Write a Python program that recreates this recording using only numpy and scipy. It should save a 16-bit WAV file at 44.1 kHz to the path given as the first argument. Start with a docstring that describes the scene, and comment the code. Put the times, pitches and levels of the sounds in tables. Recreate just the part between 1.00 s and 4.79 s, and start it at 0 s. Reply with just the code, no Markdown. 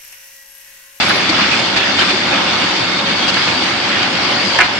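"""A wood debarker at work in a yard, in stereo from two microphone ports.
From the start the rotor's knives scrape a log as random snaps of noise over a coloured, ringing drive rumble.
A thin squeak sounds at the start, over the first bites of the knives and their faint singing (noise-driven
resonances); the log thumps on the feed rollers as decaying sines. Near the end it knocks and rattles on the
steel in ringing modes and cracks; a wall answers, and the camera's limiter holds the knock down."""
import sys
import numpy as np
from scipy import signal
from scipy.fft import rfft, irfft, next_fast_len
from scipy.io import wavfile
from scipy.ndimage import uniform_filter1d, map_coordinates

SR = 44100
rng = np.random.default_rng(int(sys.argv[2]) if len(sys.argv) > 2 else 0)


def wav_record(signal):
    """Record a signal, one row per channel, as 16-bit PCM in the file named by sys.argv[1]."""
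    frames = np.transpose(np.atleast_2d(signal))
    bounded = np.clip(frames, -1, 1)
    # unit amplitude maps onto the largest positive 16-bit level
    quanta = np.round(bounded * 32767).astype(np.int16)
    wavfile.write(sys.argv[1], SR, quanta)


N = 167139

# colour of the flying chips: (frequency [Hz], relative density [dB per Hz])
CHIP_SPECTRUM = [(2000, -27.5), (3500, -6.5), (4100, -2.5), (4600, 1.5), (5200, -6), (6000, -13.5),
                 (7000, -16.5), (8500, -24.5), (9800, -32.5), (11500, -117)]


def amp(db):
    """Decibels to gain."""
    return 10 ** (np.asarray(db) / 20)


def unit(x):
    """Scaled to rms 1."""
    return x / np.sqrt(np.mean(x ** 2) + 1e-20)


def along(points, hz):
    """(Hz, value) points read on a log frequency axis."""
    point_hz, values = np.transpose(points)
    return np.interp(np.log(hz + 1), np.log(point_hz + 1), values)


def clock():
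    """The time of every sample [s]."""
    return np.arange(N) / SR


def curves(rows):
    """One value per sample for each column after the time."""
    times, *columns = np.transpose(rows)
    return [np.interp(clock(), times, column) for column in columns]


def wobble(rate):
    """A smooth random curve through `rate` random knots a second."""
    knots = rng.standard_normal(4096)
    return map_coordinates(knots, [clock() * rate + 2], mode="wrap")


def filtered(x, response):
    """x with its spectrum multiplied by a response of frequency, padded against wrap-around."""
    size = next_fast_len(N + SR // 2)
    gain = response(np.fft.rfftfreq(size, 1 / SR))
    return irfft(rfft(x, size) * gain, size)[..., :N]


def spread(pair, spectrum):
    """Two unrelated signals coloured and mixed as mid and side into a stereo sound of rms 1."""
    # how alike the two ports hear the place: (frequency [Hz], left-right correlation [-1 to 1])
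    likeness = [(30, -0.18), (70, 1), (200, 0.91), (350, 0.69), (550, 0.32), (850, 0.54), (1600, 0.52),
                (2100, 0.086), (3200, 0.16), (4300, -0.13), (5500, -0.065), (9000, 0.23)]

    def mid_side(hz):
        turn = np.arccos(np.clip(along(likeness, hz), -1, 1)) / 2
        return amp(along(spectrum, hz)) * [np.cos(turn), np.sin(turn)]

    mid, side = filtered(pair, mid_side)
    return unit(np.array([mid + side, mid - side]))


def patchy(patchy_db):
    """Two noises sharing smooth time-frequency patches of random gain, rms 1."""
    z = signal.stft(rng.standard_normal((2, N)), nperseg=512)[2]
    field = rng.standard_normal(z.shape[1:])
    field = uniform_filter1d(uniform_filter1d(field, size=5, axis=0), size=10, axis=1)
    return unit(signal.istft(z * amp(patchy_db * unit(field)), nperseg=512)[1][:, :N])


def tearing(patchy_db):
    """Snapping fibres of uneven size, each a fading swell of noise power, over steady rubbing noise."""
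    snaps_per_s, size_db, snap_share, t60 = 650, 0.5, 0.25, 0.016  # share of power; t60 in s
    sizes = amp(size_db * np.minimum(rng.exponential(size=N), 2.5))
    snaps = (rng.random(N) < snaps_per_s / SR) * sizes ** 2
    # power fades at twice the rate of amplitude
    energy = signal.lfilter([1], [1, -np.exp(-2 * np.log(1000) / (t60 * SR))], snaps)
    power = 1 - snap_share + snap_share * energy / energy.mean()
    return np.sqrt(power) * patchy(patchy_db)


def resonance(hz, width_hz):
    """A resonance driven at random, heard at two points, rms 1: slow noise on a sine and a cosine."""
    phase = 2 * np.pi * np.cumsum(hz * np.ones(N)) / SR
    points = [wobble(width_hz) * np.sin(phase) + wobble(width_hz) * np.cos(phase) for _ in range(2)]
    return unit(np.array(points))


def burst(start, attack, hold, t60):
    """An envelope [s]: exponential attack, release by 60 dB per t60 once `hold` has passed since start."""
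    t = np.maximum(clock() - start, 0)
    release = np.exp(-np.log(1000) * np.maximum(t - hold, 0) / t60)
    return (1 - np.exp(-t / attack)) * release


def knives():
    """The knives scrape, the housing roars and chips hiss: torn noises sharing one chatter in level."""
    # how hard the knives work: (time [s], scraping before trim [dB], chip hiss [dB])
    load = [(0, -16, -18.5), (0.18, -17.5, -22.5), (0.42, -15, -21), (0.68, -18.5, -22), (0.88, -17, -23),
            (1.12, -17, -20.5), (1.23, -19.5, -24), (1.35, -17.5, -22.5), (1.65, -18, -21.5),
            (2.03, -20.5, -24.5), (2.45, -17, -20.5), (2.8, -20, -23), (2.98, -16, -23.5),
            (3.15, -18.5, -23), (3.3, -18, -21.5), (3.55, -19, -21), (3.79, -19.5, -23.5)]
    # roar of the housing: (time [s], level before trim [dB])
    housing = [(0, -21.5), (0.4, -22), (0.7, -24.5), (1.1, -24), (1.22, -23.5), (1.34, -19.5), (1.6, -24),
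               (2.0, -24), (2.75, -25), (3.3, -23), (3.79, -23.5)]
    # colours of roar and scraping: (frequency [Hz], relative density [dB per Hz])
    roar_spectrum = [(200, -39), (430, -10.5), (540, 4.5), (660, 0), (780, 4), (1000, 1.5), (1250, 1.5),
                     (2000, -11.5), (5000, -66), (11000, -92)]
    scrape_spectrum = [(400, -39.5), (900, -10), (1400, -1), (1900, 0), (2200, 1), (2600, 0.5),
                       (3400, -0.5), (4000, -7), (5500, -11.5), (8000, -35), (10000, -44.5), (11500, -104)]
    roar_trim_db, scrape_trim_db = 0.5, 0.5

    scrape_db, hiss_db = curves(load)
    roar_db, = curves(housing)
    chatter_db = 0.4 * wobble(27.55)
    roar_db = roar_db + roar_trim_db + chatter_db + 0.13 * wobble(11)
    roar = amp(roar_db) * spread(tearing(patchy_db=1.9), roar_spectrum)
    scrape_db = scrape_db + scrape_trim_db + chatter_db + 0.12 * wobble(7.83)
    scrape = amp(scrape_db) * spread(tearing(patchy_db=1.5), scrape_spectrum)
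    hiss_db = hiss_db + chatter_db + 0.38 * wobble(14)
    hiss = amp(hiss_db) * spread(tearing(patchy_db=2.3), CHIP_SPECTRUM)
    return roar + scrape + hiss


def rasp_bursts():
    """Bites rip off bark and throw chips, each rasping around its own pitch; the last is the knock's tail."""
    # bursts of rasp, bites into the bark and last the tail of the knock: (time [s], rasp level [dB],
    # hold [s], hiss level [dB], centre of the rasp [Hz], how far the centre stands out [dB])
    burst_rows = [(.005, -18, 0.032, -25, 1790, 1), (0.096, -14.5, .02, -32, 1500, 7.5),
                  (0.29, -31, 0.012, -16, 1390, 6), (0.385, -16.5, 0.039, -37, 1280, 8.5),
                  (0.513, -15.5, 0.033, -26, 2530, 17), (0.761, -15, 0.024, -19, 2400, 3),
                  (0.985, -14, 0.013, -22, 3150, 17), (0.989, -20, 0.029, -24, 1650, 7),
                  (1.01, -20, 0.019, -29, 2900, 11), (1.021, -16.5, 0.023, -31.5, 1030, 6.5),
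                  (1.083, -16, 0.033, -24, 2520, 6), (1.314, -21.5, 0.03, -39, 845, 7),
                  (2.06, -20, 0.058, -42, 925, 2.5), (2.277, -16.5, 0.026, -18.5, 2850, 18),
                  (2.339, -18, 0.0041, -17.5, 3000, 2.5), (2.366, -14.5, 0.014, -26, 1700, 4.5),
                  (2.471, -18, 0.02, -25, 2670, 10), (2.945, -22, 0.03, -46, 1780, 9.5),
                  (3.023, -21, 0.011, -22.5, 2960, 10), (3.628, -13.5, 0.036, -23.5, 800, -3)]
    # colour of the rasp: (frequency [Hz], relative density [dB per Hz])
    bark_spectrum = [(350, -16.5), (750, -6), (1400, -2.5), (2600, -6.5), (3400, -11), (4200, -7),
                     (5500, -29), (8000, -37), (10000, -39.5), (11500, -80)]
    attack_s, t60_s, focus_octaves = 0.001, 0.045, 0.12

    bark = spread(tearing(patchy_db=1.8), bark_spectrum)
    chips = spread(tearing(patchy_db=1.6), CHIP_SPECTRUM)
    out = np.zeros((2, N))
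    for start, rasp_db, hold, chip_db, focus_hz, focus_db in burst_rows:
        def focus(hz):
            octaves = np.log2((hz + 1) / focus_hz)
            return amp(focus_db * np.exp(-.5 * (octaves / focus_octaves) ** 2))

        rasp = amp(rasp_db) * unit(filtered(bark, focus))
        out += burst(start, attack_s, hold, t60_s) * (rasp + amp(chip_db) * chips)
    return out


def squeals():
    """Two knives sing as gliding resonances, a rough ring above; rubbing steel squeaks at the start."""
    # the singing knife: (time [s], pitch [Hz], level [dB])
    knife_song = [(0, 3500, -33), (.2, 3510, -27.5), (.55, 3560, -28), (.85, 3570, -27.5), (1.3, 3603, -30),
                  (1.65, 3660, -34.5), (1.98, 3650, -27.5), (2.25, 3630, -33.5), (3.7, 3640, -42)]
    # a second knife, lower, rising slightly, then dropping as it swells and fades:
    # (time [s], pitch [Hz], level [dB])
    low_song = [(.4, 3420, -43), (.8, 3415, -28.5), (1.2, 3496, -29.5), (1.65, 3536, -29),
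                (2.05, 3384, -39), (2.25, 3290, -23.5), (2.7, 3300, -44.5)]
    # the higher, rougher ring: (time [s], pitch [Hz], level [dB])
    rough_ring = [(0, 4620, -29), (1.2, 4600, -44.5), (1.65, 4620, -31), (2.0, 4500, -30),
                  (2.35, 4580, -28.5), (2.9, 4660, -33), (3.3, 4650, -41)]

    def sing(rows, width_hz):
        hz, db = curves(rows)
        return amp(db) * resonance(hz, width_hz)

    songs = sing(knife_song, width_hz=55) + sing(low_song, width_hz=55) + sing(rough_ring, width_hz=190)
    squeak_shape = burst(start=0.0042, attack=0.0057, hold=0.18, t60=0.13)
    squeak = amp(-42) * squeak_shape * resonance(hz=10900, width_hz=130)
    return songs + squeak


def knock():
    """The log strikes the steel and rattles: each contact cracks as noise and rings anew in damped modes."""
    # contacts with the steel: (time [s], strength [dB])
    contacts = [(3.5875, -2), (3.589, -3.5), (3.6025, -3), (3.6080, -3), (3.6115, -4.5), (3.6175, -2),
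                (3.6270, -7)]
    # what rings: (frequency [Hz], level relative to the contact [dB], t60 [s])
    modes = [(360, -17, 0.12), (618, -12.5, 0.042), (734, -11.5, 0.13), (784, -13, 0.077),
             (995, -15.5, 0.09), (1276, -13, 0.07), (1482, -8, 0.08), (1654, -8.5, 0.052),
             (1780, -4, 0.055), (2100, -4, 0.04), (2270, -7.5, 0.046), (2400, -5, 0.046),
             (2683, -7.5, 0.036), (2850, -6.5, 0.044)]
    # colour of the crack: (frequency [Hz], relative density [dB per Hz])
    crack_spectrum = [(300, -25), (800, -5.5), (1600, 4), (2800, 3), (3500, -6.5), (5000, -8.5),
                      (7200, -31), (11000, -30)]
    crack_db, crack_t60_s = -1.5, 0.035  # level relative to the contact

    ringing = np.zeros((2, N + SR))
    t = np.arange(SR // 3) / SR
    for start, db in contacts:
        first = round(start * SR)
        for hz, mode_db, t60 in modes:
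            # the phase differs a little between left and right
            phase = rng.uniform(0, 2 * np.pi) + .35 * rng.standard_normal((2, 1))
            fade = np.exp(-np.log(1000) * t / t60) * (1 - np.exp(-t / 0.0011))
            detuned_hz = hz * rng.normal(1, 0.0061)
            tone = np.sin(2 * np.pi * detuned_hz * t + phase)
            ringing[:, first:first + len(t)] += amp(db + mode_db) * fade * tone
    # the cracks add in power
    power = sum((amp(db) * burst(start, 0.00023, 0, crack_t60_s)) ** 2 for start, db in contacts)
    crack = np.sqrt(power) * spread(rng.standard_normal((2, N)), crack_spectrum)
    return ringing[:, :N] + amp(crack_db) * crack


def thumps():
    """The swaying log bumps the feed rollers, each bump a decaying sine."""
    # bumps on the rollers: (time [s], pitch [Hz], level [dB])
    bumps = [(0.291, 317, -9), (0.409, 201.5, -11.5), (0.56, 228, -18), (1.127, 371, -13.5),
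             (1.328, 285, -14), (2.102, 212, -17), (2.318, 197, -17)]
    attack_s, t60_s = 0.0051, 0.15
    out = np.zeros(N)
    for start, hz, db in bumps:
        tone = np.sin(2 * np.pi * hz * (clock() - start))
        out += amp(db) * burst(start, attack_s, 0, t60_s) * tone
    return out


def drive():
    """Motor, belts and rotor rumble as coloured noise; the steel frame rings in noise-driven resonances."""
    # rumble of the drive: (time [s], level [dB])
    rumble_level = [(0, -24.5), (0.45, -24.5), (1.3, -24.5), (1.9, -25.5), (2.4, -25.5), (3.79, -25.5)]
    # colour of the rumble: (frequency [Hz], relative density [dB per Hz])
    rumble_spectrum = [(20, -38), (40, -47), (62, -16.5), (90, -5), (125, -3.5), (160, -4.5), (185, 3),
                       (240, 1), (365, 1.5), (440, -6), (700, -12), (4000, -93)]
    # what the frame rings with: (frequency [Hz], width [Hz], level before trim [dB])
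    frame = [(126.9, 6, -39.5), (181.4, 5, -41), (272.3, 12, -37), (316.6, 6, -45.5), (576, 16, -34.5),
             (731, 18, -36.5), (917, 7, -33.5), (1205, 33, -43), (1487, 30, -37), (2177, 79, -27.5)]
    frame_trim_db = -3.5

    level_db, = curves(rumble_level)
    rumble = amp(level_db + 0.56 * wobble(30)) * spread(patchy(patchy_db=0.15), rumble_spectrum)
    ring = sum(amp(db) * resonance(hz, width_hz) for hz, width_hz, db in frame)
    flat = [(1, 0), (2, 0)]  # no added colour
    return rumble + amp(frame_trim_db) * np.std(ring) * spread(ring, flat)


def yard(x):
    """The wall and ground answer with a short tail: noise that fades at a rate set by frequency."""
    # how long the yard answers: (frequency [Hz], t60 [s])
    tail_t60 = [(200, .3), (2000, 0.97), (10000, 0.19)]
    hz, t, z = signal.stft(rng.standard_normal((2, SR // 2)), SR, nperseg=256)
    fade = np.exp(-np.log(1000) * t / along(tail_t60, hz)[:, None])
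    tail = signal.istft(z * fade, SR, nperseg=256)[1]
    return signal.fftconvolve(x, tail / np.linalg.norm(tail[0]), axes=1)[:, :N]


def scene():
    """The machine at work, with the ringing and cracks of the knock echoing in the yard."""
    yard_db = -14.5
    blow = knock()
    machine = knives() + rasp_bursts() + squeals() + thumps() + drive()
    return machine + blow + amp(yard_db) * yard(blow)


def record(dry):
    """Port colour, a limiter that recovers slowly, soft clipping and the band limit."""
    # colour of the two microphone ports: (frequency [Hz], left minus right [dB])
    port_balance = [(100, -0.5), (1800, 0), (2200, -3.5), (2700, -6), (3300, -4.5), (3650, 0), (4000, 6),
                    (4550, 15), (5400, 7), (6300, 6.5), (7200, 0.5), (8100, 1.5), (9300, 5.5)]
    ceiling_db, release_s, clip_db, top_hz = -3, 0.22, -0.3, 11000

    def ports(hz):
        ratio = amp(along(port_balance, hz))
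        # the summed power of both sides stays constant
        return np.array([ratio, np.ones_like(ratio)]) * np.sqrt(2 / (1 + ratio ** 2))

    x = filtered(dry, ports)
    power = np.abs(uniform_filter1d(np.mean(x ** 2, axis=0), size=160))
    excess_db = np.maximum(10 * np.log10(power + 1e-12) - ceiling_db, 0)
    # the cut jumps to each new excess, then decays exponentially in dB
    recovery = np.exp(clock() / release_s)
    cut_db = np.maximum.accumulate(excess_db * recovery) / recovery
    x = x * amp(-cut_db)
    x = x / (1 + (x / amp(clip_db)) ** 8) ** (1 / 8)
    return filtered(x, lambda hz: hz < top_hz)


dry = scene()
out = record(dry)
wav_record(out)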